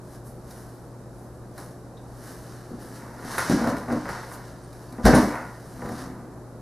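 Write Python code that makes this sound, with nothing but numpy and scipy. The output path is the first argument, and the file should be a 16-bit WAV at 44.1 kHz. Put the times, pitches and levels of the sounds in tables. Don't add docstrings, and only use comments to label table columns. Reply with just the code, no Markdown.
import sys
import numpy as np
from scipy import signal
from scipy.fft import rfft, irfft
from scipy.io import wavfile
from scipy.ndimage import uniform_filter1d

SR = 44100
rng = np.random.default_rng(int(sys.argv[2]) if len(sys.argv) > 2 else 0)


def file_out(sig):
    cols = np.atleast_2d(sig).T
    lim = np.clip(cols, -1, 1)
    pcm = np.round(lim * 32767).astype(np.int16)
    wavfile.write(sys.argv[1], SR, pcm)


N = 291501

# freq_hz, density_db
AIR_SPECTRUM = [(8.8, -42), (15, -12), (64, -4.5), (87, -26), (124, -5.5), (286, -10), (312, -10),
                (350, -12), (589, -14), (643, -15.5), (1490, -28.5), (2160, -42.5), (10300, -43),
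                (13000, -50), (15000, -80)]
AIR_DB = -42
# freq_hz, rms_db
HUM_PARTIALS = [(59.5, -55.5), (119.6, -43.5), (360, -54)]

# peak_s, rise_s, fall_s, level_db, bright_minus_dull_db
RUSTLES = [(.15, 0.18, 0.072, -51, 5), (.27, 0.033, 0.088, -52, 18), (.51, 0.11, 0.18, -49, 5),
           (.58, 0.054, 0.49, -55.5, 6), (1.18, 0.1, 0.41, -63, 13), (1.6, 0.064, 0.17, -45, 3),
           (2.28, 0.23, 0.43, -45, 3), (2.48, .05, 1, -58.5, -9), (2.82, 0.037, 0.34, -49, 5),
           (2.96, 0.067, 0.16, -51, 0), (3.33, 0.15, 0.33, -35, -1), (3.392, 0.014, 0.16, -36, -10),
           (3.52, 0.091, 0.15, -36.5, -15), (3.7, 0.12, 0.059, -39.5, -4.5), (3.78, 0.027, 0.12, -45, -1),
           (3.92, 0.062, 1, -47.5, -8), (4.1, 0.028, 0.2, -43, -7), (4.34, 0.07, 0.047, -46, 14),
           (4.478, 0.056, 0.067, -54, 0), (4.8, 0.17, 1, -57.5, 4), (5.061, 0.019, 0.1, -22.5, -11),
           (5.15, 0.016, 0.14, -28, -6), (5.22, .05, .4, -45.5, -1), (5.7, 0.2, 0.95, -64, 20),
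           (6.018, 0.38, 0.11, -45, -8)]
# freq_hz, density_db
RUSTLE_SPECTRUM = [(880, -2), (1500, -2.5), (1640, 0), (2400, -18), (2950, -9), (3350, -13), (5800, -8.5),
                   (7200, -14.5), (10400, -10.5), (14300, -20.5), (15600, -42)]
RUSTLE_FLOOR_DB = -68.5

# start_s, level_db, pitch_hz, t60_s
PINGS = [(1.969, -48, 3750, 0.1), (3.381, -30.5, 10600, 0.11), (4.458, -65, 4600, 0.085),
         (4.635, -50, 9000, 0.09), (4.634, -59, 4450, .14), (4.885, -51, 4640, 0.061),
         (5.149, -22, 9800, 0.048)]

# freq_hz, level_db, t60_s
HOLLOW_MODES = [(172.6, -5, 0.063), (200, -4, 0.13), (242.3, 1, 0.14), (264.3, -0.5, 0.11), (300.9, 0, .11),
                (350, -6.5, 0.081)]
# freq_hz, level_db, t60_s
WALL_MODES = [(424, 6, 0.034), (480.4, 3, 0.057), (570.3, -2, 0.098), (621, -5, 0.089), (647, 0.5, 0.047),
              (744.5, -1, 0.076), (795, -1.5, 0.078), (857, -5.5, 0.034)]
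# freq_hz, level_db, t60_s
BOARD_MODES = [(57.7, -1, 0.3), (69, -2, 0.093), (98, 0.5, 0.081), (141, -8, 0.12)]
# freq_hz, level_db, t60_s
RIM_MODES = [(934.5, 1.5, 0.027), (999, 1.5, 0.033), (1116.5, -1.5, 0.038), (1187, 0, 0.035),
             (1300.6, 1, 0.027), (1416, 4, 0.021), (1514, 0.5, 0.02), (1652, 0, 0.016), (1821, -1.5, 0.023),
             (1928, -2.5, 0.014), (2105, -7, 0.012), (2356, -5, 0.0069)]

# peak_s, rise_s, fall_s, pressure_db, hardness_db_per_octave
DRAGS = [(1.595, 0.025, 0.23, -44, 1.5), (2.28, 0.21, 0.24, -46.5, -7), (2.705, 0.058, 0.34, -38.5, -3.5),
         (2.832, 0.058, 0.38, -41.5, -7), (3.02, 0.11, 0.26, -48, 4.5), (3.369, 0.25, 0.014, -40.5, 5),
         (3.39, 0.011, 0.11, -45.5, 11.5), (3.57, 0.024, 0.3, -28.5, -0.5), (3.69, 0.17, 0.18, -25, 1.5),
         (3.917, 0.053, 0.18, -25.5, 1), (4.09, 0.078, 0.31, -43, 7), (4.33, 0.053, 0.2, -49, 3),
         (4.934, 0.061, .06, -43, 1), (5.0, 0.058, 0.036, -29.5, -1.5), (5.102, 0.023, 0.073, -17, 1.5),
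         (5.139, 0.042, 0.2, -15, 1.5), (5.368, 0.13, 0.18, -48.5, 9.5), (5.828, 0.087, 0.65, -30, -1),
         (5.95, 0.14, 0.05, -49, -17), (6.05, 0.051, 0.32, -66, 8)]
# hollow_db, wall_db, low_rim_db, high_rim_db
DRAG_PARTS_DB = (-2, -6, -6.5, -13)
DRAG_OCTAVES = (0, 1.3, 2.2, 3)

# start_s, level_db, hardness_db_per_octave, tick_db
BLOWS = [(0.508, -43, 2.5, -44), (1.579, -41, 7.5, -41), (2.715, -29.5, -7.5, -60), (2.799, -35.5, 0, -51),
         (3.248, -26, 0, -44), (3.345, -38.5, 9, -47), (3.381, -35, 11.5, -23.5), (3.402, -41.5, 12, -36),
         (3.497, -8, -2.5, -32), (3.507, -14.5, 0, -43), (3.521, -9, -5.5, -36), (3.544, -12.5, -8.5, -46),
         (3.611, -17.5, 1, -45), (3.642, -19, 4, -44), (3.672, -14, 2.5, -37.5), (3.768, -31, 6, -42),
         (3.883, -20.5, 2, -51), (3.903, -23, 5, -55), (3.924, -17.5, 1.5, -41), (3.96, -17, -2.5, -58),
         (4.056, -31.5, 7, -52), (4.09, -31, 8, -40), (4.316, -45, 9.5, -59), (4.729, -52, 6, -47.5),
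         (4.925, -29, 0, -47.5), (4.982, -26.5, 2, -60), (5.054, -4.5, 2.5, -22.5), (5.065, -6, 3, -37),
         (5.078, -5, 3, -34), (5.091, -19, 5, -37), (5.134, -1, 1.5, -50), (5.148, -8, 1.5, -40),
         (5.166, -13, 2.5, -50), (5.184, -10.5, -10, -33), (5.228, -11, -2, -50), (5.272, -15.5, -2.5, -51),
         (5.355, -37, 10, -52), (5.82, -28.5, 4.5, -59), (5.859, -32, 5.5, -48), (5.89, -24, 2, -44),
         (5.924, -28.5, -4, -49)]
# hollow_db, wall_db, boards_db, rim_db
BLOW_PARTS_DB = (1, -3, -14.5, -11)
BLOW_OCTAVES = (-0.5, 1.73, 1.5, 3)
HARD_WITHIN = 0.52
# freq_hz, density_db
TICK_SPECTRUM = [(1470, -10), (2500, -1), (3190, -42), (3720, 2), (6220, -4), (7140, -6), (8330, -7),
                 (9710, 0), (14300, -8.5), (15600, -17)]
# start_s, hollow_db, boards_db
LANDING = (5.038, -11, -7)

# freq_hz, t60_s
HALL_DECAY = [(60, 0.24), (200, 0.15), (600, 0.4), (1500, 0.3), (4000, 0.42), (9000, 0.2), (15000, 0.57)]
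# freq_hz, gain_db
HALL_TONE = [(60, -3), (300, -1.5), (900, -2), (2000, -2.5)]
HALL_DB = -4.5
# freq_hz, gain_db
SIDE_TONE = [(60, -7.5), (100, -14.5), (180, -17.5), (310, -16), (550, -15), (950, -11.5), (1650, -5),
             (2860, -14), (4970, -1), (8640, -5.5), (15000, 8)]

# freq_hz, left_minus_right_db
PORT_LEAN = [(60, 0.8), (180, 0.5), (550, 0.5), (1650, 0), (4970, 0), (15000, -2.5)]
# freq_hz, gain_db
MIC_TONE = [(25, -10), (45, -3.5), (2300, 0), (2800, -6), (3400, -6.5), (3800, -1.5)]
CEILING, EDGE_HZ = 1.3, 15600


def gain_of(db):
    return 10 ** (np.asarray(db) / 20)


def evened(x):
    return x / np.sqrt(np.mean(x ** 2) + 1e-20)


def read(points, hz):
    f, value = np.transpose(points)
    return np.interp(np.log(hz + 1), np.log(f + 1), value)


def colour(x, points):
    count = x.shape[-1]
    gain = gain_of(read(points, np.fft.rfftfreq(count, 1 / SR)))
    return irfft(rfft(x) * gain, count)


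def add(mix, start_s, sound):
    part = mix[round(start_s * SR):][:len(sound)]
    part += sound[:len(part)]


def swell(peak_s, rise_s, fall_s):
    t = np.arange(0, N + 32, 32) / SR - peak_s
    db = -20 * np.maximum(-t / max(rise_s, .003), t / max(fall_s, .003))
    return gain_of(db)


def fine(coarse):
    return np.interp(np.arange(N), 32 * np.arange(len(coarse)), coarse)


def grains(per_s, spread_db):
    size_db = spread_db * np.minimum(rng.exponential(1, N), 4)
    size = gain_of(size_db) * rng.choice([-1., 1.], N)
    return evened(size * (rng.random(N) < per_s / SR))


def ring(modes, rise_s, uneven_db=0):
    t = np.arange(SR // 4) / SR
    hz, db, t60_s = np.transpose(modes)[:, :, None]
    decay = gain_of(db + uneven_db - 60 * t / np.maximum(t60_s, .005))
    y = (decay * np.sin(2 * np.pi * hz * t)).sum(0)
    y = y * (1 - np.exp(-(t / rise_s) ** 2))
    return y / abs(y).max()


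def room_noise():
    frames, hz = N // 512 + 5, np.fft.rfftfreq(2048, 1 / SR)
    a, b, c, d, patches = rng.standard_normal((frames, 1025, 5)).T
    patches = uniform_filter1d(patches, size=12, axis=0)
    patches = evened(uniform_filter1d(patches, size=6, axis=1))
    gain = gain_of(read(AIR_SPECTRUM, hz)[:, None] + 0.58 * patches)
    spectra = np.array([a + 1j * b, c + 1j * d]) * gain
    noise = signal.istft(spectra, nperseg=2048, noverlap=1536)[1][:, :N]
    return gain_of(AIR_DB) * evened(noise)


def hum():
    t = np.arange(N) / SR
    wavers = [evened(uniform_filter1d(rng.standard_normal(N), size=3000)) for _ in HUM_PARTIALS]
    out = np.zeros(N)
    for (hz, db), waver in zip(HUM_PARTIALS, wavers):
        tone = np.sqrt(2) * np.sin(2 * np.pi * (hz * t + rng.random()))
        out += gain_of(db + 0.37 * waver) * tone
    return out


def rustle_and_rattle():
    swells = np.array([swell(*row[:3]) for row in RUSTLES])
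    db, bright_db = np.transpose(RUSTLES)[3:]
    crackle = evened(colour(grains(per_s=5000, spread_db=2.5), RUSTLE_SPECTRUM))
    lowpass = signal.butter(2, 7500, fs=SR, output="sos")
    dull = signal.sosfiltfilt(lowpass, crackle)
    floor = gain_of(RUSTLE_FLOOR_DB)
    dull_level = fine(gain_of(db - bright_db / 2) @ swells + floor)
    bright_level = fine(gain_of(db + bright_db / 2) @ swells + floor)
    return dull * dull_level + (crackle - dull) * bright_level


def pings():
    out, t = np.zeros(N), np.arange(SR // 5) / SR
    flutter = uniform_filter1d(rng.standard_normal((len(PINGS), 2, len(t))), size=120, axis=2)
    for (start_s, db, hz, t60_s), (a, b) in zip(PINGS, flutter):
        phase = 2 * np.pi * hz * t
        tone = evened(a * np.sin(phase) + b * np.cos(phase))
        envelope = gain_of(db - 60 * t / t60_s) * (1 - np.exp(-t / 0.0023))
        add(out, start_s, envelope * tone)
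    return out


def drags():
    slips = grains(per_s=3000, spread_db=2.5)
    strokes = np.array([swell(*row[:3]) for row in DRAGS])
    press_db, hardness = np.transpose(DRAGS)[3:]
    parts = (HOLLOW_MODES, WALL_MODES, RIM_MODES[:5], RIM_MODES[5:])
    out = np.zeros(N)
    for modes, part_db, octaves in zip(parts, DRAG_PARTS_DB, DRAG_OCTAVES):
        press = fine(gain_of(press_db + part_db + hardness * octaves) @ strokes)
        body = ring(modes, rise_s=0.00071)
        out += signal.oaconvolve(press * slips, body / np.linalg.norm(body))[:N]
    return out


def blows():
    out, tick_level = np.zeros(N), np.zeros(N)
    t = np.arange(1500) / SR
    spots_db = 1.5 * rng.standard_normal((len(BLOWS), 4, 12, 1))
    # modes, rise_s
    parts = ((HOLLOW_MODES, .003), (WALL_MODES, .001), (BOARD_MODES[1:], .005), (RIM_MODES, .0007))
    for (start_s, db, hardness, tick_db), spot_db in zip(BLOWS, spots_db):
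        levels_db = db + np.array(BLOW_PARTS_DB) + hardness * np.array(BLOW_OCTAVES)
        for part_db, (modes, rise_s), uneven_db in zip(levels_db, parts, spot_db):
            octaves = np.log2(np.array(modes)[:, :1])
            tilt_db = HARD_WITHIN * max(hardness, 0) * octaves
            body = ring(modes, rise_s, uneven_db[:len(modes)] + tilt_db)
            add(out, start_s, gain_of(part_db) * body)
        add(tick_level, start_s, gain_of(tick_db) * np.exp(-t / 0.0061))
    start_s, hollow_db, boards_db = LANDING
    hollow = gain_of(hollow_db) * ring(HOLLOW_MODES[:2], rise_s=0.02)
    thud = gain_of(boards_db) * ring(BOARD_MODES[:1], rise_s=0.016)
    add(out, start_s, hollow + thud)
    return out + tick_level * evened(colour(rng.standard_normal(N), TICK_SPECTRUM))


def hall(x):
    taps = np.zeros((3, 2, SR))
    at = np.arange(200, SR - 20, 20) + rng.integers(0, 20, (3, 2, (SR - 201) // 20))
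    np.put_along_axis(taps, at, rng.choice([-1., 1.], at.shape), 2)
    hz, t, z = signal.stft(taps, SR, nperseg=512)
    t60_s = np.maximum(read(HALL_DECAY, hz), .05)[:, None]
    decay = gain_of(-60 * t / t60_s) / np.sqrt(t60_s)
    tails = signal.istft(z * decay, SR, nperseg=512)[1]
    phase = np.pi * (7 * np.arange(N) / SR + np.arange(3)[:, None] / 3)
    turns = np.sqrt(2 / 3) * np.cos(phase)
    fed = (x * turns)[:, None]
    return signal.fftconvolve(fed, tails / np.linalg.norm(tails[0, 0]), axes=2)[..., :N].sum(0)


def scene():
    near = blows() + pings() + drags() + rustle_and_rattle()
    wet, air = hall(near), room_noise()
    mid = near + gain_of(HALL_DB) * colour(wet[0], HALL_TONE) + air[0] + hum()
    side = colour(0.33 * wet[1] + air[1], SIDE_TONE)
    return np.array([mid + side, mid - side])


def record(dry):
    left_tone = [(hz, db / 2) for hz, db in PORT_LEAN]
    right_tone = [(hz, -db / 2) for hz, db in PORT_LEAN]
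    ports = np.array([colour(dry[0], left_tone), colour(dry[1], right_tone)])
    saturated = CEILING * np.tanh(colour(ports, MIC_TONE) / CEILING)
    lowpass = signal.firwin(511, EDGE_HZ, window=("kaiser", 9), fs=SR)
    return signal.oaconvolve(saturated, lowpass[None], "same")


dry = scene()
out = record(dry)
file_out(out)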